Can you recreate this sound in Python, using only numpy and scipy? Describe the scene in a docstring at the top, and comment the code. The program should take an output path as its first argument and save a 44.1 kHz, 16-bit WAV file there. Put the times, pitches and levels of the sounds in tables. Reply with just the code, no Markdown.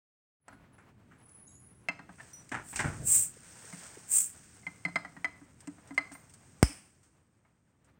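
"""A crown cap is slowly levered off a glass bottle in a forged iron opener on a wooden post, outdoors.
Knocks of the bottle are gliding clinks, ringing iron and cap modes and a slow post; drags and crunches
are runs of tiny slips. The seal squeaks in wavering tones, gas escapes as shaped noise with two strong
spurts, and the cap lets go in a falling puff with a crack and hiss. Echoes, rumble and a rush lie behind."""
import sys
import numpy as np
from scipy import signal
from scipy.fft import rfft, irfft, next_fast_len
from scipy.io import wavfile

SR = 44100
rng = np.random.default_rng(int(sys.argv[2]) if len(sys.argv) > 2 else 0)


def store_wav(level_fs):
    """Save 16-bit WAV to argv[1]."""
    pcm = np.round(np.clip(np.atleast_2d(level_fs), -1, 1) * 32767)
    wavfile.write(sys.argv[1], SR, pcm.T.astype(np.int16))


N = 352473
TIME = np.arange(N) / SR
AGE = TIME[:SR]   # time since a blow, for one second


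def from_db(db):
    """Decibels to gain."""
    return 10 ** (np.asarray(db) / 20)


def rms_one(x):
    """Scale to unit rms."""
    return x / np.sqrt(np.mean(x ** 2) + 1e-20)


def level(rows, axis=1):
    """Gain over time from a dB column; silent outside its rows."""
    rows = np.array(rows)
    return from_db(np.interp(TIME, rows[:, 0], rows[:, axis], left=-180, right=-180))


def dying(t60):
    """Exponential decay that loses 60 dB in t60 seconds."""
    return from_db(-60 * AGE / max(t60, .001))


def rising(time_s):
    """Soft onset with the given time constant in seconds."""
    return 1 - np.exp(-AGE / time_s)


def add(track, s, sound):
    """Mix a sound into a track from time s."""
    at = max(round(s * SR), 0)
    track[at:at + len(sound)] += sound[:N - at]


def coloured(x, colour):
    """Give a signal a spectrum that falls 24 dB per octave beyond its ends; rms 1."""
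    hz, db = np.transpose(colour)
    octave = np.log2(np.maximum(np.fft.rfftfreq(len(x), 1 / SR), 1))
    outside = np.abs(octave - np.clip(octave, np.log2(hz[0]), np.log2(hz[-1])))
    gain_db = np.interp(octave, np.log2(hz), db) - 24 * outside
    return rms_one(irfft(rfft(x) * from_db(gain_db), len(x)))


def noise(colour, size=N):
    """Smooth noise of a given spectrum."""
    return coloured(rng.standard_normal(next_fast_len(size)), colour)[:size]


def flicker(rate, size=N):
    """Random wander through normally distributed points, rate of them per second."""
    knots = rng.standard_normal(size // 8)
    return np.interp(TIME[:size] * rate, np.arange(len(knots)), knots)


def slips(rate, size_db):
    """One second of tiny slips at random times and of random size."""
    happens = rng.random(SR) < rate / SR
    size = from_db(size_db * np.clip(rng.standard_normal(SR), -2, 2))
    return happens * rng.choice([-1, 1], SR) * size


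def ringing(modes, scatter_db, detune):
    """Struck modes; the point of contact and the grip change their strength and pitch on every blow."""
    out = np.zeros(SR)
    for hz, db, t60 in modes:
        strength, shift, side = rng.uniform(-1, 1, 3)
        tone = np.sin(2 * np.pi * hz * (1 + detune * shift) * AGE)
        out += np.sign(side) * from_db(db + scatter_db * strength) * dying(t60) * tone
    return out


# bottle against the opener, levels before the layer trims:
# start_s [s], strength_db [dB], hardness [0-1], post_db [dB], clink_hz [Hz]
BOTTLE_KNOCKS = [(0.4811, -41, 0, -53.5, 1920), (0.527, -47, 0, -59, 1850), (1.886, -26, 0.83, -44, 2075),
                 (1.992, -38, 0.3, -49, 1840), (2.092, -43.5, 0, -48, 1930), (2.1982, -49, 0.99, -71, 1770),
                 (3.727, -42, 0.64, -43, 2094), (3.855, -48, .2, -63, 2330), (4.632, -56, 0.77, -60, 2070),
                 (4.667, -37.5, 1, -45, 2060), (4.851, -31, 1, -38.5, 2046), (4.882, -40, 0.2, -39.5, 2080),
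                 (4.9576, -24, 0.85, -40.5, 2057), (5.049, -36.5, 0.69, -44.5, 1950),
                 (5.166, -42.5, 0.64, -46, 1890), (5.245, -28.5, 1, -42.5, 1995),
                 (5.414, -54, 0.2, -52, 1830), (5.674, -44.5, 0.5, -37.5, 2020), (5.782, -50, 0, -57, 2190),
                 (5.907, -43, .6, -38.5, 2040), (5.978, -25.5, 0.97, -40.5, 2044),
                 (6.114, -44, 0.1, -47.5, 2060), (6.151, -41.5, 0.54, -76, 2066),
                 (6.629, -32.5, .1, -43, 2080), (6.691, -60, .1, -51, 2000), (7.45, -58.5, 0.42, -74, 2160)]
# modes of the forged iron hook: pitch_hz [Hz], level_db [dB], t60_s [s]
IRON_MODES = [(666, 2, .07), (753, -5, 0.087), (840, -6.5, 0.0327), (1002.5, -0.5, 0.097),
              (1094, -8.5, .06), (1273, -4, 0.17), (1416, -2, 0.099), (1594, 2.5, 0.063),
              (1860, -5, 0.0556), (1910, -10.5, .15), (2220, -20.5, .26), (2450, -17.5, 0.021)]
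# modes of the thin steel cap: pitch_hz [Hz], level_db [dB], t60_s [s]
CAP_MODES = [(2640, 2.5, 0.0577), (3030, -2, 0.09), (3184, 2, 0.12), (3960, -2, .05), (4160, 2.5, 0.09),
             (4280, 0.5, 0.12), (4680, -3, 0.05), (4960, -5.5, 0.073), (5020, 0, 0.15), (5650, -7.5, .04),
             (6400, -3.5, 0.085)]
# the post's two slow resonances, thud then hum: pitch_hz [Hz], t60_s [s]
POST_RESONANCES = [(176, 0.11), (283, 0.14)]
# the post thuds while the bottle is wedged in the hook and hums when it sits loosely: (thud dB, hum dB)
WEDGED_FROM_S, WEDGED_UNTIL_S = 1.0, 5.2
WEDGED_DB, LOOSE_DB = (0, -6.5), (-10.5, -0.5)
# a soft contact clinks and ticks this much less than a hard one
SOFT_CLINK_LOSS_DB, SOFT_TICK_LOSS_DB = 33, 9
TICK_GROWTH = 1.42   # dB of edge tick per dB of strength
CLINK_BEND, CLINK_BEND_S = .04, .004   # the clink starts sharp by this share and settles


def knocks(hold_s=0.0076, damp_t60=0.069, clink_db=7.5, body_db=-13.5, thud_db=5.5, tick_db=-15.0,
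           cap_db=-21.0, clack_db=-7.5, chatter_db=3.0, wobble_db=3.0, lowest_hz=110):
    """Each contact clinks until the grip damps it, rings the iron, thuds in the post and ticks at the cap's edge."""
    clack_colour = [(250, 7), (450, -11), (700, 10.5), (1700, 4.5), (2400, -6.0), (3600, -22.0)]
    edge_colour = [(3000, -10.5), (3600, -10.0), (4300, 0), (5800, -2.5), (6500, 0.5), (8600, 8.5),
                   (11000, -35.5), (15500, -17.5)]
    out = np.zeros(N)
    grip = np.minimum(1, from_db(-60 * (AGE - hold_s) / damp_t60))
    strongest = max(row[1] for row in BOTTLE_KNOCKS)
    for s, strength, hardness, post_db, hz in BOTTLE_KNOCKS:
        softness = 1 - hardness
        clink = strength + clink_db - SOFT_CLINK_LOSS_DB * softness
        tick = strongest + TICK_GROWTH * (strength - strongest) - SOFT_TICK_LOSS_DB * softness

        # glass chatters on iron, so the clink is slightly rough
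        pitch = hz * (1 + CLINK_BEND * np.exp(-AGE / CLINK_BEND_S))
        tone = np.sin(2 * np.pi * np.cumsum(pitch) / SR) * grip * dying(0.204) * rising(0.00035)
        tone = tone * from_db(chatter_db * flicker(600, size=SR))

        clack = noise(clack_colour, size=SR) * dying(0.082) * rising(0.000507)
        iron = from_db(body_db) * ringing(IRON_MODES, scatter_db=0.5, detune=.015) + from_db(clack_db) * clack

        edge = noise(edge_colour, size=SR) * dying(0.034)
        steel = ringing(CAP_MODES, scatter_db=4.0, detune=.015)
        cap = from_db(cap_db) * steel * grip + from_db(tick_db) * edge

        # the heavy post takes a few milliseconds to get going and rings unevenly
        shares = WEDGED_DB if WEDGED_FROM_S < s < WEDGED_UNTIL_S else LOOSE_DB
        slow = [(post_hz, post_db + share + thud_db, t60)
                for (post_hz, t60), share in zip(POST_RESONANCES, shares)]
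        post = ringing(slow, scatter_db=3.0, detune=.04) * rising(0.0078)
        post = post * from_db(wobble_db * flicker(60, size=SR))

        add(out, s, from_db(clink) * tone + from_db(strength) * iron + post + from_db(tick) * cap)
    # the knocks carry no deep bass
    return signal.sosfilt(signal.butter(2, lowest_hz, "high", fs=SR, output="sos"), out)


# the cap's rim and skirt ping: start_s [s], pitch_hz [Hz], level_db [dB], t60_s [s]
CAP_PINGS = [(.482, 4250, -74.5, .55), (.482, 1466, -59, 0.55), (1.886, 2640, -24, 0.071),
             (1.888, 2630, -56, 0.6), (1.886, 5050, -41.5, 0.046), (2.332, 5880, -43.5, 0.3),
             (2.33, 8940, -51, 0.25), (2.33, 14950, -59, 0.24), (6.135, 8870, -48, 0.15),
             (6.135, 14950, -59, 0.32)]


def pings(beat_hz=13, beat=0.19):
    """Thin steel snaps to a new shape and rings at one pitch; the cap is not quite round, so the ring beats."""
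    out = np.zeros(N)
    for s, hz, db, t60 in CAP_PINGS:
        pair = np.sin(2 * np.pi * hz * AGE) + beat * np.sin(2 * np.pi * (hz + beat_hz) * AGE)
        add(out, s, from_db(db) * dying(t60) * pair / (1 + beat) * rising(0.002))
    return out


# the cap's teeth drag over the iron: start_s [s], level_db [dB], t60_s [s], rasp_hz [Hz]
TEETH_SCRAPES = [(.78, -59.5, 0.29, 1300), (1.112, -60, 0.27, 1390), (2.182, -49.5, 0.059, 1310),
                 (2.201, -43, 0.046, 1780), (2.219, -65, 0.62, 1820), (2.516, -30, .075, 1690),
                 (2.519, -36.5, .14, 900), (2.541, -34.5, 0.22, 1520), (2.7266, -43.5, 0.11, 1830),
                 (2.759, -38, .12, 2520), (2.791, -29, .16, 1800), (2.84, -37.5, 0.36, 1430)]
# spectrum of the drag: pitch_hz [Hz], level_db [dB per Hz]
DRAG_COLOUR = [(150, -8), (260, 4.5), (480, -9.5), (850, 2.5), (1150, -3.5), (1700, 1.5), (2300, -6),
               (2900, -17), (4100, -29), (6000, -20), (8400, -17), (10500, -38)]


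def scrapes(slips_per_s=2200, slip_db=2.0, rasp_q=3.2, rasp_db=-5.0, drag_db=-0.5):
    """Each drag is a dying run of tiny slips that excite one rasping resonance."""
    out = np.zeros(N)
    for s, db, t60, hz in TEETH_SCRAPES:
        run = slips(slips_per_s, slip_db)
        near_rasp = coloured(run, [(hz / 2, 0), (hz * 2, 0)])
        rasp = rms_one(signal.lfilter(*signal.iirpeak(hz, rasp_q, fs=SR), near_rasp))
        drag = from_db(drag_db) * coloured(run, DRAG_COLOUR) + from_db(rasp_db) * rasp
        add(out, s, from_db(db) * dying(t60) * rising(0.0021) * drag)
    return out


# the cap's crimp buckles in bright crunches: start_s [s], level_db [dB], t60_s [s]
CRIMP_CRUNCHES = [(0.482, -51, 0.032), (2.492, -45, 0.024), (2.517, -48, 0.084), (2.759, -34, 0.19),
                  (2.793, -38, 0.19), (5.673, -43, .035)]
# spectrum of a crunch: pitch_hz [Hz], level_db [dB per Hz]
CRIMP_COLOUR = [(2000, -0.5), (2600, 3.5), (3600, -14.5), (5000, -3.5), (6500, -0.5), (8500, 7),
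                (10500, -24.5), (15500, -20)]


def crunches(snaps_per_s=3000, snap_db=3.0):
    """Thin steel gives way in a sudden, dense run of snaps."""
    out = np.zeros(N)
    for s, db, t60 in CRIMP_CRUNCHES:
        snaps = coloured(slips(snaps_per_s, snap_db), CRIMP_COLOUR)
        add(out, s, from_db(db) * dying(t60) * snaps)
    return out


# spectrum of the pop's crack: pitch_hz [Hz], level_db [dB per Hz]
POP_CRACK_COLOUR = [(500, -4.5), (1300, -4), (2200, -0.5), (3300, -14.5), (4000, -27), (5150, -1),
                    (6600, -14.5), (8600, -0.5), (9500, -7), (11300, -35.5), (14700, -15.5), (16000, -20)]
# spectrum of the hiss that follows the pop: pitch_hz [Hz], level_db [dB per Hz]
POP_HISS_COLOUR = [(500, -7), (1000, -7.5), (1800, -6.5), (2400, -1), (3200, -8), (3900, -21.5), (5200, -5),
                   (7000, -12.5), (8400, 2.5), (9600, -6.5), (11300, -34), (15000, -17.5)]
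POP_S = 6.6285


def pop(start_hz=285, end_hz=55, slow_s=0.0034, crack_db=-14.5, tail_db=-38.5,
        neck_hz=5200, neck_db=-40.5, neck_t60=0.33):
    """The pressure lets go: one steep puff that swings ever slower, a crack, a hissing tail and a ring in the neck."""
    out = np.zeros(N)
    hz = end_hz + (start_hz - end_hz) * np.exp(-AGE / slow_s)
    swing = from_db(-6.5) * dying(0.01) + from_db(-10.0) * dying(0.092)
    puff = swing * np.cos(2 * np.pi * np.cumsum(hz) / SR) * rising(.0001)
    crack = from_db(crack_db) * dying(0.016) * noise(POP_CRACK_COLOUR, size=SR)
    tail = from_db(tail_db) * dying(0.5) * noise(POP_HISS_COLOUR, size=SR)
    breath = noise([(4800, 0.0055), (5600, 0.0023)], size=SR)
    neck = rms_one(signal.lfilter(*signal.iirpeak(neck_hz, 30, fs=SR), breath))
    add(out, POP_S, puff + crack + tail + from_db(neck_db) * dying(neck_t60) * neck)
    return out


OPENING_DB_PER_S = 697
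SWELL_DB_PER_S = 71.5   # the jet grows until the middle of its hold, then eases


def spurt(s, hold_s, db, closing_db_per_s):
    """Flow of one jet: the gap opens fast, swells and eases while held, and closes more slowly."""
    since, left = TIME - s, s + hold_s - TIME
    swell = SWELL_DB_PER_S * np.maximum(np.minimum(since, left), 0)
    opening = OPENING_DB_PER_S * np.minimum(since, 0)
    closing = closing_db_per_s * np.minimum(left, 0)
    return from_db(db + swell + opening + closing)


# gas through the seal as it starts to leak, between the spurts and as the pressure runs down:
# time_s [s], level_db [dB]
SEAL_SEEP = [(0.6, -94), (1.37, -76), (1.94, -79), (2.08, -74), (2.22, -60), (2.36, -63), (2.6, -66),
             (2.77, -51.5), (3.0, -55), (3.35, -58.5), (3.814, -50), (4.03, -57), (4.42, -59), (4.76, -63),
             (5.45, -71), (6.09, -67), (6.7, -65), (7.28, -83.5), (7.95, -86)]
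# the cap lifts and lets out a jet, its level before the swell:
# start_s [s], hold_s [s], level_db [dB], closing [dB per s]
GAS_SPURTS = [(2.65, 0.017, -55.5, 200), (2.69, 0.057, -51.5, 200.5), (3.075, 0.15, -26.5, 324.5),
              (4.122, 0.088, -26, 253)]
# spectrum of the wet seep: pitch_hz [Hz], level_db [dB per Hz]
WET_COLOUR = [(1500, -5), (2500, -9.5), (4000, -15.5), (5200, -8.5), (6300, -6), (7500, -5.5), (8600, 3),
              (9400, -12.5), (10500, -27.5), (12000, -33), (14000, -22), (15700, -18)]
# spectrum of the jet: pitch_hz [Hz], level_db [dB per Hz]
JET_COLOUR = [(400, -37.5), (2500, -27.5), (4200, -34.5), (6000, -20), (6800, -11), (7500, -1), (8500, 3),
              (9300, -10), (10100, -12), (11300, -34), (12500, -32), (13700, -24), (14500, -9),
              (15700, -19)]


def gas(waver_db=0.8):
    """A wet gap seeps and sputters; when the cap lifts, a brighter jet takes over."""
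    seep = level(SEAL_SEEP) * from_db(waver_db * flicker(47))
    jet = sum(spurt(*row) for row in GAS_SPURTS) * from_db(1.5 * flicker(90))
    # droplets in the gap chop the flow many hundred times a second
    fizz = rms_one(noise(WET_COLOUR) * from_db(2.2 * flicker(900)))
    hiss = rms_one(noise(JET_COLOUR) * from_db(2.1 * flicker(1400)))
    return seep * fizz + jet * hiss


# the larger spits of foam at the rim: start_s [s], level_db [dB], t60_s [s]
FOAM_SPITS = [(1.293, -61, 0.044), (5.605, -52.5, .067), (5.945, -56, 0.089), (5.874, -58, .15),
              (6.118, -49.5, .14), (6.296, -56.5, .085), (6.338, -51.5, .069), (7.03, -65, 0.3),
              (7.845, -67.5, 0.111)]
SMALL_SPITS_PER_S, SMALL_SPIT_DB, SMALL_SPIT_T60_S = 4, 1, .04   # level relative to the seep


def spits():
    """Foam bursts at the rim in short, bright spits; the small ones come at random and grow with the seep."""
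    out = np.zeros(N)
    for s, db, t60 in FOAM_SPITS:
        add(out, s, from_db(db) * dying(t60) * noise(WET_COLOUR, size=SR))
    bursts = (rng.random(N) < SMALL_SPITS_PER_S / SR) * level(SEAL_SEEP)
    small = signal.fftconvolve(bursts, dying(SMALL_SPIT_T60_S))[:N]
    return out + from_db(SMALL_SPIT_DB) * small * noise(WET_COLOUR)


def seal_tone(hz, size, waver=.003, width_hz=130, breathy=0.99):
    """A thin, unsteady tone blurred by turbulence."""
    phase = 2 * np.pi * np.cumsum(hz * (1 + waver * flicker(100, size=size))) / SR
    blur = flicker(2 * width_hz, size=size) * np.sin(phase)
    blur = blur + flicker(2 * width_hz, size=size) * np.cos(phase)
    return np.sin(phase) + breathy * blur


# the long whistle while the seal is strained: time_s [s], pitch_hz [Hz], level_db [dB]
SEAL_WHISTLE = [(1.17, 9900, -88), (1.2, 10210, -70.5), (1.314, 10080, -59.5), (1.606, 10764, -65.5),
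                (1.648, 10402, -61.5), (1.89, 10600, -82)]
# short squeaks of the seal: start_s [s], pitch_hz [Hz], level_db [dB], t60_s [s]
SEAL_SQUEAKS = [(.41, 9900, -81, .6), (.52, 10250, -69, .22), (.725, 10100, -67.5, 0.3),
                (1.467, 6670, -54, 0.26), (1.471, 3860, -75, .3), (1.475, 7660, -64, 0.28),
                (1.54, 7000, -54.5, 0.22)]
SQUEAK_RISE_S = 0.0067
SQUEAK_WAVER = .009   # the short squeaks wander by this share of their pitch


def squeaks():
    """The strained seal gives one long, gliding whistle and short squeaks that die around a set pitch."""
    times, pitch, _ = np.transpose(SEAL_WHISTLE)
    out = level(SEAL_WHISTLE, axis=2) * seal_tone(np.interp(TIME, times, pitch), size=N)
    for s, hz, db, t60 in SEAL_SQUEAKS:
        tone = seal_tone(hz, size=SR, waver=SQUEAK_WAVER)
        add(out, s, from_db(db) * dying(t60) * rising(SQUEAK_RISE_S) * tone)
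    return out


# the post shudders each time the cap gives a little: start_s [s], level_db [dB], t60_s [s]
POST_JOLTS = [(2.529, -47, 0.78), (2.75, -45.5, 0.45), (2.789, -38.5, 0.47), (2.84, -30.5, 0.51),
              (2.995, -35.5, .45), (3.154, -46, 0.51)]
# spectrum of the shudder: pitch_hz [Hz], level_db [dB per Hz]
SHUDDER_COLOUR = [(18, -43), (30, -11), (64, -2.5), (152, 3.5), (187, -11), (219, -5), (436, -18.5),
                  (700, -19), (910, -52.5), (1540, -120)]
JOLT_RISE_S = 0.0059


def shudders(lumpy_db=1.5):
    """Each jolt sets off a lumpy, dying rumble in the post."""
    out = np.zeros(N)
    for s, db, t60 in POST_JOLTS:
        lumps = from_db(lumpy_db * flicker(70, size=SR))
        rumble = rms_one(noise(SHUDDER_COLOUR, size=SR) * lumps)
        add(out, s, from_db(db) * dying(t60) * rising(JOLT_RISE_S) * rumble)
    return out


# spectrum of the slide's rub and of the outdoor rush: pitch_hz [Hz], level_db [dB per Hz]
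RUSH_COLOUR = [(250, -7), (450, 4.5), (900, 3.5), (1600, 0), (2300, -3.5), (3500, -12), (6000, -19),
               (9000, -19.5), (11500, -30), (15500, -20)]
# the bottle slides slowly along the iron between the spurts: middle, half width and level
SLIDE_S, SLIDE_WIDTH_S, SLIDE_DB = 3.75, 0.32, -61


def slide(uneven_db=3.5):
    """A soft rub that swells and fades."""
    swell = np.exp(-((TIME - SLIDE_S) / SLIDE_WIDTH_S) ** 2)
    return from_db(SLIDE_DB + uneven_db * flicker(30)) * swell * noise(RUSH_COLOUR)


# soft low blips: middle_s [s], pitch_hz [Hz], level_db [dB]
LOW_BLIPS = [(3.372, 454, -50), (3.646, 463, -52.5), (3.975, 386, -43.5)]


def blips(width_s=0.0046, fall=30.0):
    """Short, soft tones that slide down."""
    out = np.zeros(N)
    for s, hz, db in LOW_BLIPS:
        since = TIME - s
        tone = np.sin(2 * np.pi * hz * since * (1 - fall * since))
        out += from_db(db) * np.exp(-(since / width_s) ** 2) * tone
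    return out


def yard(x, wet_db=-18.0, t60=0.4, first_s=0.024):
    """Adds dull scattered echoes from things standing nearby, as a dying noise response."""
    echo_colour = [(150, -4.5), (600, -3.5), (2200, -9), (5000, -3.0), (12000, -11.0)]
    echoes = noise(echo_colour, size=SR) * dying(t60) * (AGE > first_s)
    return x + from_db(wet_db) * signal.fftconvolve(x, echoes / np.linalg.norm(echoes))[:N]


# the outdoor background fades in, holds, sinks after the pop and comes up again:
# time_s [s], level_db [dB relative to the hold]
OUTDOOR_LEVEL = [(.4, -31), (.465, -16), (.5, -0.5), (6.65, 0), (7.0, -7.5), (7.65, -13), (8.0, -5.5)]
# spectrum of the distant rumble: pitch_hz [Hz], level_db [dB per Hz]
DISTANT_COLOUR = [(15, -34.5), (25, -13.5), (27, -21), (75, -1), (112, 1), (207, -3), (321, -9),
                  (392, -13.5), (600, -24.5), (780, -44), (1320, -120)]
RUMBLE_FOLLOWS = 0.89   # the rumble's share of the background's swing in dB


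def air(rumble_db=-61.5, rustle_db=-68.0):
    """A distant rumble and a soft, flickering outdoor rush, both of shaped noise."""
    outdoors = level(OUTDOOR_LEVEL)
    rumble = from_db(rumble_db) * outdoors ** RUMBLE_FOLLOWS * noise(DISTANT_COLOUR)
    rush = from_db(rustle_db + 3.3 * flicker(28)) * outdoors * noise(RUSH_COLOUR)
    return rumble + rush


def scene():
    """Bottle, cap and gas close by, the yard behind."""
    contacts = knocks() + pings() + scrapes() + crunches() + shudders() + slide()
    echoing = yard(contacts + squeaks() + spits())
    return (echoing + gas() + blips() + pop() + air())[None]


def record(dry):
    """The top is cut steeply above 16 kHz."""
    return signal.sosfilt(signal.ellip(10, .1, 80, 16000, fs=SR, output="sos"), dry)


dry = scene()
out = record(dry)
store_wav(out)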